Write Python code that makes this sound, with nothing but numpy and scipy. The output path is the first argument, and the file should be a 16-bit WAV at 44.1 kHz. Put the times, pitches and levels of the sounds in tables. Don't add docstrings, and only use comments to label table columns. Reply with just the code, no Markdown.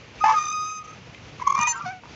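import sys
import numpy as np
from scipy import signal
from scipy.fft import rfft, irfft, next_fast_len
from scipy.io import wavfile
from scipy.ndimage import map_coordinates

SR = 44100
rng = np.random.default_rng(int(sys.argv[2]) if len(sys.argv) > 2 else 0)


def master_out(mix):
    frames = np.transpose(np.atleast_2d(mix))
    ceiling = np.clip(frames, -1, 1)
    pcm = np.round(ceiling * 32767).astype(np.int16)
    wavfile.write(sys.argv[1], SR, pcm)


def makeup_ratio(level_db):
    decades = np.asarray(level_db, float) / 20
    return 10 ** decades


N = 94815
T = np.arange(N) / SR
WAVER, SHIMMER_DB = .0015, .9

# peak_s [s], peak_db [dB], pitch_hz [Hz], growth_s [s]
YELPS = [(1.426, -22, 1002, 0.0057), (1.478, -7.5, 1075, 0.004), (1.508, -13.5, 1100, 0.0075),
         (1.526, -13.5, 1112, 0.0025), (1.555, -14.5, 1092, 0.0061), (1.571, -19, 1100, 0.0019),
         (1.579, -14, 1095, 0.0015), (1.592, -14.5, 1041, 0.0026)]
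# peak_s [s], peak_db [dB], pitch_hz [Hz], growth_s [s]
PINGS = [(1.59, -34.5, 6150, 0.0021), (1.615, -24, 6200, 0.0031), (1.634, -25.5, 6120, 0.0035),
         (1.675, -24.5, 6350, 0.0026)]


def unit(x):
    return x / np.sqrt(np.mean(x ** 2) + 1e-20)


def held_curve(rows):
    return np.interp(T, *np.transpose(rows))


def silent_curve(rows):
    return np.interp(T, *np.transpose(rows), -200, -200)


def wobble(rate):
    coarse = np.append(T[::16], T[-1])
    knots = rng.standard_normal(int(N * rate / SR) + 4)
    return np.interp(T, coarse, map_coordinates(knots, [coarse * rate]))


def filtered(x, response):
    m = next_fast_len(N + 8192)
    return irfft(rfft(x, m) * response(np.fft.rfftfreq(m, 1 / SR)), m)[..., :N]


def coloured(spectrum):
    f, v = np.transpose(spectrum)

    def response(hz):
        return makeup_ratio(np.interp(np.log(hz + 1), np.log(f), v, -60, -60))

    return unit(filtered(rng.standard_normal(N), response))


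def slip(rows, waver=WAVER):
    s, hz, db = np.transpose(rows)
    phase = 2 * np.pi * np.cumsum(np.interp(T, s, hz) * (1 + waver * wobble(70))) / SR
    return phase, np.interp(T, s, db, -200, -200) + SHIMMER_DB * wobble(90)


def squeal(phase, db, tones=(), extra_db=0, shimmer_db=2, rate=60, base=1):
    full_db = -28
    smear = .45
    on = db > -150
    out = base * makeup_ratio(db) * np.sin(phase)
    for k, level, grows in tones:
        tone_db = level + grows * (db - full_db) + extra_db + shimmer_db * wobble(rate)
        tone_phase = k * phase + smear * wobble(rate) + rng.uniform(0, 2 * np.pi)
        out = out + on * makeup_ratio(tone_db) * np.sin(tone_phase)
    return np.sqrt(2) * out


def swell(s, db, grow):
    break_s = .0013
    return db + 3 - 20 / np.log(10) * np.logaddexp((s - T) / grow, (T - s) / break_s)


def burst(s, db, hz, grow, tones=()):
    phase = 2 * np.pi * hz * np.cumsum(1 + 3 * WAVER * wobble(150)) / SR
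    return squeal(phase, swell(s, db, grow), tones, shimmer_db=4.5, rate=220)


def note(s, length, hz, db, glide=0):
    edge_s = .009
    edge = np.clip(np.minimum(T - s, s + length - T) / edge_s + .5, 0, 1)
    start = (s - edge_s, hz * (1 - glide / 2), db)
    end = (s + length + edge_s, hz * (1 + glide / 2), db)
    phase, level = slip([start, end], waver=.007)
    return edge * squeal(phase, level + 3 * wobble(170), [(2, -46.5, 1.2)], shimmer_db=5, rate=150)


def forward_stroke():
    # time_s [s], pitch_hz [Hz], level_db [dB]
    long_start = [(.2, 1170, -60.5), (.213, 1247, -24.5), (.25, 1242, -21.5), (.28, 1257, -30.5),
                  (.308, 1259, -23), (.328, 1238, -42), (.345, 1254, -21.5), (.363, 1243, -21.5),
                  (.372, 1242, -17)]
    long_middle = [(.379, 1233, -21), (.387, 1220, -16.5), (.394, 1220, -26), (.412, 1220, -25.5)]
    long_tail = [(.43, 1235, -31.5), (.47, 1218, -28.5), (.53, 1247, -28.5), (.585, 1239, -26.5),
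                 (.74, 1257, -35), (.81, 1242, -38), (.85, 1243, -42), (.935, 1268, -40.5),
                 (.95, 1200, -61)]
    # time_s [s], pitch_hz [Hz], level_db [dB]
    groan_start = [(.2365, 850, -50), (.2405, 845, -12), (.248, 850, -14), (.252, 870, -29),
                   (.259, 875, -15), (.27, 873, -18)]
    groan = [(0.274, 875, -18.5), (0.344, 876.4, -23.5), (0.364, 884, -55)]
    # multiple [times the base], level_db [dB], growth [dB per dB of the base]
    long_even = [(2, -40.5, 0.52), (4, -46.5, 0.82)]
    long_counter = [(3, -50.5, 0.87), (5, -40.5, 0.14), (6, -59, 0.15)]
    groan_tones = [(2, -46, 1), (3, -50, 0.95)]
    # peak_s [s], peak_db [dB], pitch_hz [Hz], growth_s [s]
    sudden = [(.2925, -7, 1010, .0012), (.3085, -13, 1020, .0012)]

    high, high_db = slip(list(long_start) + list(long_middle) + list(long_tail))
    low, low_db = slip(list(groan_start) + list(groan))

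    both = np.minimum((high_db + low_db) / 2, 0)
    mix = makeup_ratio(both - 16) * np.sin(high + low)
    mix = mix + makeup_ratio(both - 23) * (np.sin(high + 2 * low) + np.sin(2 * high - low))

    fluttering = np.clip(np.minimum(T - .415, .54 - T) / .01, 0, 1)
    cycle = np.abs(np.cos(np.pi * 43 * (T - .444)))
    beat_db = fluttering * 14 * (cycle - .82)
    high = high + .15 * fluttering * wobble(110)

    dull = -12.5 * np.clip((.413 - T) / .067, 0, 1) - 13 * np.clip((T - .7865) / .019, 0, 1)
    dull = dull + 4 * fluttering * wobble(200.8)
    octave_sinks_db = -9 * np.exp(-((T - .63) / .04) ** 2)

    even = squeal(high, high_db, long_even[:1], dull + octave_sinks_db, shimmer_db=3, rate=70)
    even = even + squeal(high, high_db, long_even[1:], dull, shimmer_db=1, base=0)
    counter = squeal(high, high_db, long_counter, dull, shimmer_db=1.5, base=0)
    singing = makeup_ratio(beat_db) * even + makeup_ratio(-.6 * beat_db) * counter

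    sticks_s, stick_width_s = [.835, .871, .922], .006
    moving = np.prod([1 - np.exp(-((T - s) / stick_width_s) ** 4) for s in sticks_s], axis=0)
    groaning = squeal(low, low_db, groan_tones, shimmer_db=4.5, rate=150)
    return moving * singing + groaning + mix + sum(burst(*j, [(2.1, -44.5, .87)]) for j in sudden)


def yelping():
    # peak_s [s], peak_db [dB], pitch_hz [Hz], growth_s [s]
    afters = [(1.4835, -18, 1080, 0.0018), (1.4, -27.5, 1100, 0.0013)]
    # multiple [times the base], level_db [dB], growth [dB per dB of the base]
    yelp_tones = [(1.94, -48.5, 0.58), (2.1, -47.5, 0.45), (3, -62, 0.98), (4.05, -65, 1.07),
                  (5, -62.5, 1.41), (5.8, -59, 1.43), (6.15, -64, 1.34)]
    ping_tones = [(1.152, -37.5, 1)]

    yelps = sum(burst(*y, yelp_tones) for y in list(YELPS) + list(afters))
    return yelps + sum(burst(*p, ping_tones) for p in PINGS)


def last_moan():
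    # time_s [s], pitch_hz [Hz], level_db [dB]
    last = [(1.85, 800, -54), (1.857, 760, -38), (1.863, 727, -30), (1.886, 730, -35), (1.902, 752, -35),
            (1.918, 790, -44), (1.93, 745, -39), (1.97, 740, -46), (2.0, 720, -54)]
    # multiple [times the base], level_db [dB], growth [dB per dB of the base]
    low_tones = [(2, -36, .75), (3, -42, .6)]
    high_tones = [(4, -48, 0.79), (5, -48, 0.8), (6, -50, 0.63), (7, -49, 1), (8, -48.5, 1), (9, -55, 0.81)]
    # time_s [s], level_db [dB]
    rasps = [(1.855, 5), (1.868, -3), (1.895, 2), (1.918, 6), (1.93, -3), (2.0, -5)]
    bright = [(1.85, -11), (1.865, -2.5), (1.89, -4), (1.91, -13), (1.96, -8)]

    moan = slip(last)
    out = squeal(*moan, low_tones, held_curve(rasps), shimmer_db=2, rate=77)
    return out + squeal(*moan, high_tones, held_curve(bright), base=0)


def back_stroke():
    # time_s [s], pitch_hz [Hz], level_db [dB]
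    lead_in = [(1.428, 1073, -46.5), (1.44, 1134, -41), (1.455, 1144, -36), (1.468, 1127, -27),
               (1.474, 1150, -48)]
    rising = [(1.552, 2335, -39.5), (1.575, 2377, -37), (1.625, 2454, -28.5), (1.655, 2427, -27),
              (1.68, 2505, -27.5), (1.7, 2484, -37), (1.73, 2503, -51.5)]
    lower = [(1.58, 945, -40), (1.612, 956, -27), (1.64, 940.6, -27.5), (1.662, 978.5, -54),
             (1.677, 981.5, -21), (1.695, 948, -32.5), (1.722, 932.5, -31), (1.742, 941, -48),
             (1.8, 930, -43.5)]
    whistle = [(1.672, 6210, -45), (1.682, 6198, -25), (1.722, 6196, -26), (1.732, 6196, -50)]
    # time_s [s], level_db [dB]
    rising_base = [(1.56, -29), (1.6, -32), (1.62, -25), (1.655, -25.5), (1.668, -45), (1.73, -46.5)]
    # multiple [times the base], level_db [dB], growth [dB per dB of the base]
    lower_tones = [(2, -40, 0.6), (3, -44, .9), (5, -51.5, 0.84)]
    # multiple [times the lower hook taken off], level_db [dB]
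    whistle_under = [(1, -24), (2, -23.5)]

    twice, twice_db = slip(rising, waver=.003)
    twice_db = twice_db + 4 * (T < 1.625) * wobble(160)
    out = squeal(twice, twice_db, [(1.5, -48, .61), (2.5, -50, .65)], shimmer_db=5, rate=120)
    out = out + squeal(twice / 2, silent_curve(rising_base))

    low, low_db = slip(lower)
    out = out + squeal(low, low_db, lower_tones, -12 * (T > 1.74), shimmer_db=4, rate=130)

    top, top_db = slip(whistle, waver=.0017)
    out = out + squeal(top, top_db) + squeal(top + low, top_db - 7.5)
    out = out + sum(squeal(top - k * low, top_db + db + 3 * wobble(150)) for k, db in whistle_under)

    out = out + squeal(*slip(lead_in), [(1.8, -45, 1)])
    return out + yelping() + last_moan()


def squeaks():
    chirps = [(.258, .062, 1018, -30, 0), (.262, .068, 1146, -29, 0), (.283, .035, 1084, -29, 0),
              (.365, .1, 1885, -49, 0), (.262, .045, 808, -32, 0), (.28, .04, 2290, -39, .02),
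              (.333, .024, 2153, -41, 0), (.216, .04, 2492, -43, 0), (.325, .03, 1657, -43, 0),
              (.31, .05, 513, -46, 0), (1.728, .062, 1565, -39, -.012), (1.745, .02, 1090, -35, .1),
              (1.757, .062, 1355, -36.5, .012), (1.82, .028, 1372, -47, 0), (1.765, .036, 1205, -45, .035),
              (1.809, .016, 1195, -33, .06), (1.83, .026, 1155, -35, 0), (1.795, .03, 1010, -49, .015),
              (1.835, .022, 935, -49, 0), (1.757, .028, 7105, -51, 0), (1.405, .02, 1630, -50, 0)]
    return sum(note(*c) for c in chirps)


def grit():
    # time_s [s], level_db [dB]
    efforts = [
        [(.236, -40), (.241, -30), (.26, -32), (.295, -31), (.355, -37), (.37, -38), (.55, -55.5)],
        [(1.55, -52.5), (1.6, -35), (1.65, -42.5), (1.685, -36), (1.73, -48.5), (1.77, -44), (1.83, -49.5),
         (1.86, -43.5), (1.93, -51)],
        [(1.385, -61), (1.415, -48), (1.44, -63)],
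    ]
    # time_s [s], level_db [dB]
    flutter_rasp = [(.36, -46.5), (.43, -51), (.52, -53), (.545, -70)]
    # pitch_hz [Hz], level_db [dB]
    scrape_colour = [(500, -18), (800, -6), (1200, -1), (1600, -11), (2500, -11), (3800, -19.5),
                     (6000, -12), (7500, -28)]
    rasp_db, ping_grit_db, ping_rasp_db = -26.5, -17, -4.5

    effort = sum(makeup_ratio(silent_curve(g)) for g in efforts)
    yelps = sum(makeup_ratio(swell(s, db, grow)) for s, db, hz, grow in YELPS)
    pings = sum(makeup_ratio(swell(s, db, grow)) for s, db, hz, grow in PINGS)

    clumps = makeup_ratio(3.5 * wobble(330))
    scrape = unit(coloured(scrape_colour) * clumps)
    scrape_level = effort + makeup_ratio(rasp_db) * yelps + makeup_ratio(ping_grit_db) * pings

    pin = coloured([(4500, -22.5), (5600, -9), (6300, 5), (7200, -13), (8300, -8.5)])
    pin_level = makeup_ratio(silent_curve(flutter_rasp))
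    pin_level = pin_level + makeup_ratio(rasp_db - 2) * yelps + makeup_ratio(ping_rasp_db) * pings
    return scrape_level * scrape + pin_level * pin


def link_ticks():
    ticks = [(.188, -34, 2.5), (1.147, -31, 2.2), (2.036, -34, 1), (2.056, -36, 1.08), (2.074, -41, 1.04)]
    # pitch_hz [Hz], level_db [dB], t60_s [s to fade by 60 dB]
    link = [(950, -1, 0.06), (1100, 1.5, 0.023), (1407, -5, 0.024), (2170, -11.5, 0.0081),
            (4370, -18, 0.0079)]

    out, t = np.zeros(N + SR), T[:SR // 8]
    for s, db, ratio in ticks:
        ring = 0
        for hz, level, t60 in link:
            fade = makeup_ratio(level + rng.normal(0, 2) - 60 * t / t60)
            ring = ring + fade * np.sin(2 * np.pi * min(hz * ratio, 7500) * t)
        out[round(s * SR):][:len(t)] += makeup_ratio(db - 6.5) * ring
    return out[:N]


def seat_thumps():
    thumps = [(1.58, -37), (1.835, -40), (1.31, -49)]
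    push = 0
    for s, db in thumps:
        v = np.clip((T - s) / .016, 0, None)
        push = push + makeup_ratio(db) * np.e * v * np.exp(-v)
    return push * coloured([(60, -11.5), (140, 1.5), (330, -12)])


def echo(swing):
    t60_s, level_db = .09, -16
    t = T[:SR // 4]
    tail = rng.standard_normal(len(t)) * makeup_ratio(-60 * t / t60_s)
    return makeup_ratio(level_db) * signal.fftconvolve(swing, tail / np.linalg.norm(tail))[:N]


def far_birds():
    birds = [(2.085, .03, 4680, -60, -.04), (1.32, .03, 4600, -63, -.02), (1.393, .012, 4000, -60, .04),
             (.838, .025, 5750, -62, -.08), (.845, .02, 6800, -64, -.05), (.872, .03, 6300, -60, -.02),
             (.875, .02, 5750, -63, -.04)]
    return sum(note(*b) for b in birds)


def air():
    # pitch_hz [Hz], level_db [dB]
    air_colour = [(30, -23), (60, -3), (150, -2), (230, -7.5), (470, -11), (1280, -16), (6400, -24.5),
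                  (8300, -44)]
    # pitch_hz [Hz], width_hz [Hz], level_db [dB]
    machines = [(118, 28, -56), (190, 16, -62), (475, 18, -64), (2450, 650, -53.5)]
    # time_s [s], gain_db [dB]
    gain = [(.24, 0), (.45, -3), (.82, -5), (.85, 0), (1.45, 0), (1.55, -3), (2.0, -2.5), (2.05, -1)]

    bed = makeup_ratio(-46.5 + 1.6 * wobble(15) + wobble(80)) * coloured(air_colour)
    for hz, width, db in machines:
        hum = filtered(rng.standard_normal(N), lambda f: 1 / (1 + ((f - hz) / width) ** 2))
        bed = bed + makeup_ratio(db) * unit(hum)
    return makeup_ratio(held_curve(gain)) * bed


def scene():
    swing = forward_stroke() + back_stroke() + squeaks() + grit() + link_ticks() + seat_thumps()
    return (swing + echo(swing) + far_birds() + air())[None]


def top_cut(x):
    return signal.sosfilt(signal.butter(12, 8370, fs=SR, output="sos"), x)


def record(dry):
    def response(hz):
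        treble = makeup_ratio(-.035 * np.clip(hz - 7500, 0, None)) * (hz < 8370)
        return treble / (1 + (44 / (hz + 1)) ** 6)

    return top_cut(filtered(dry, response))


dry = scene()
out = record(dry)
master_out(out)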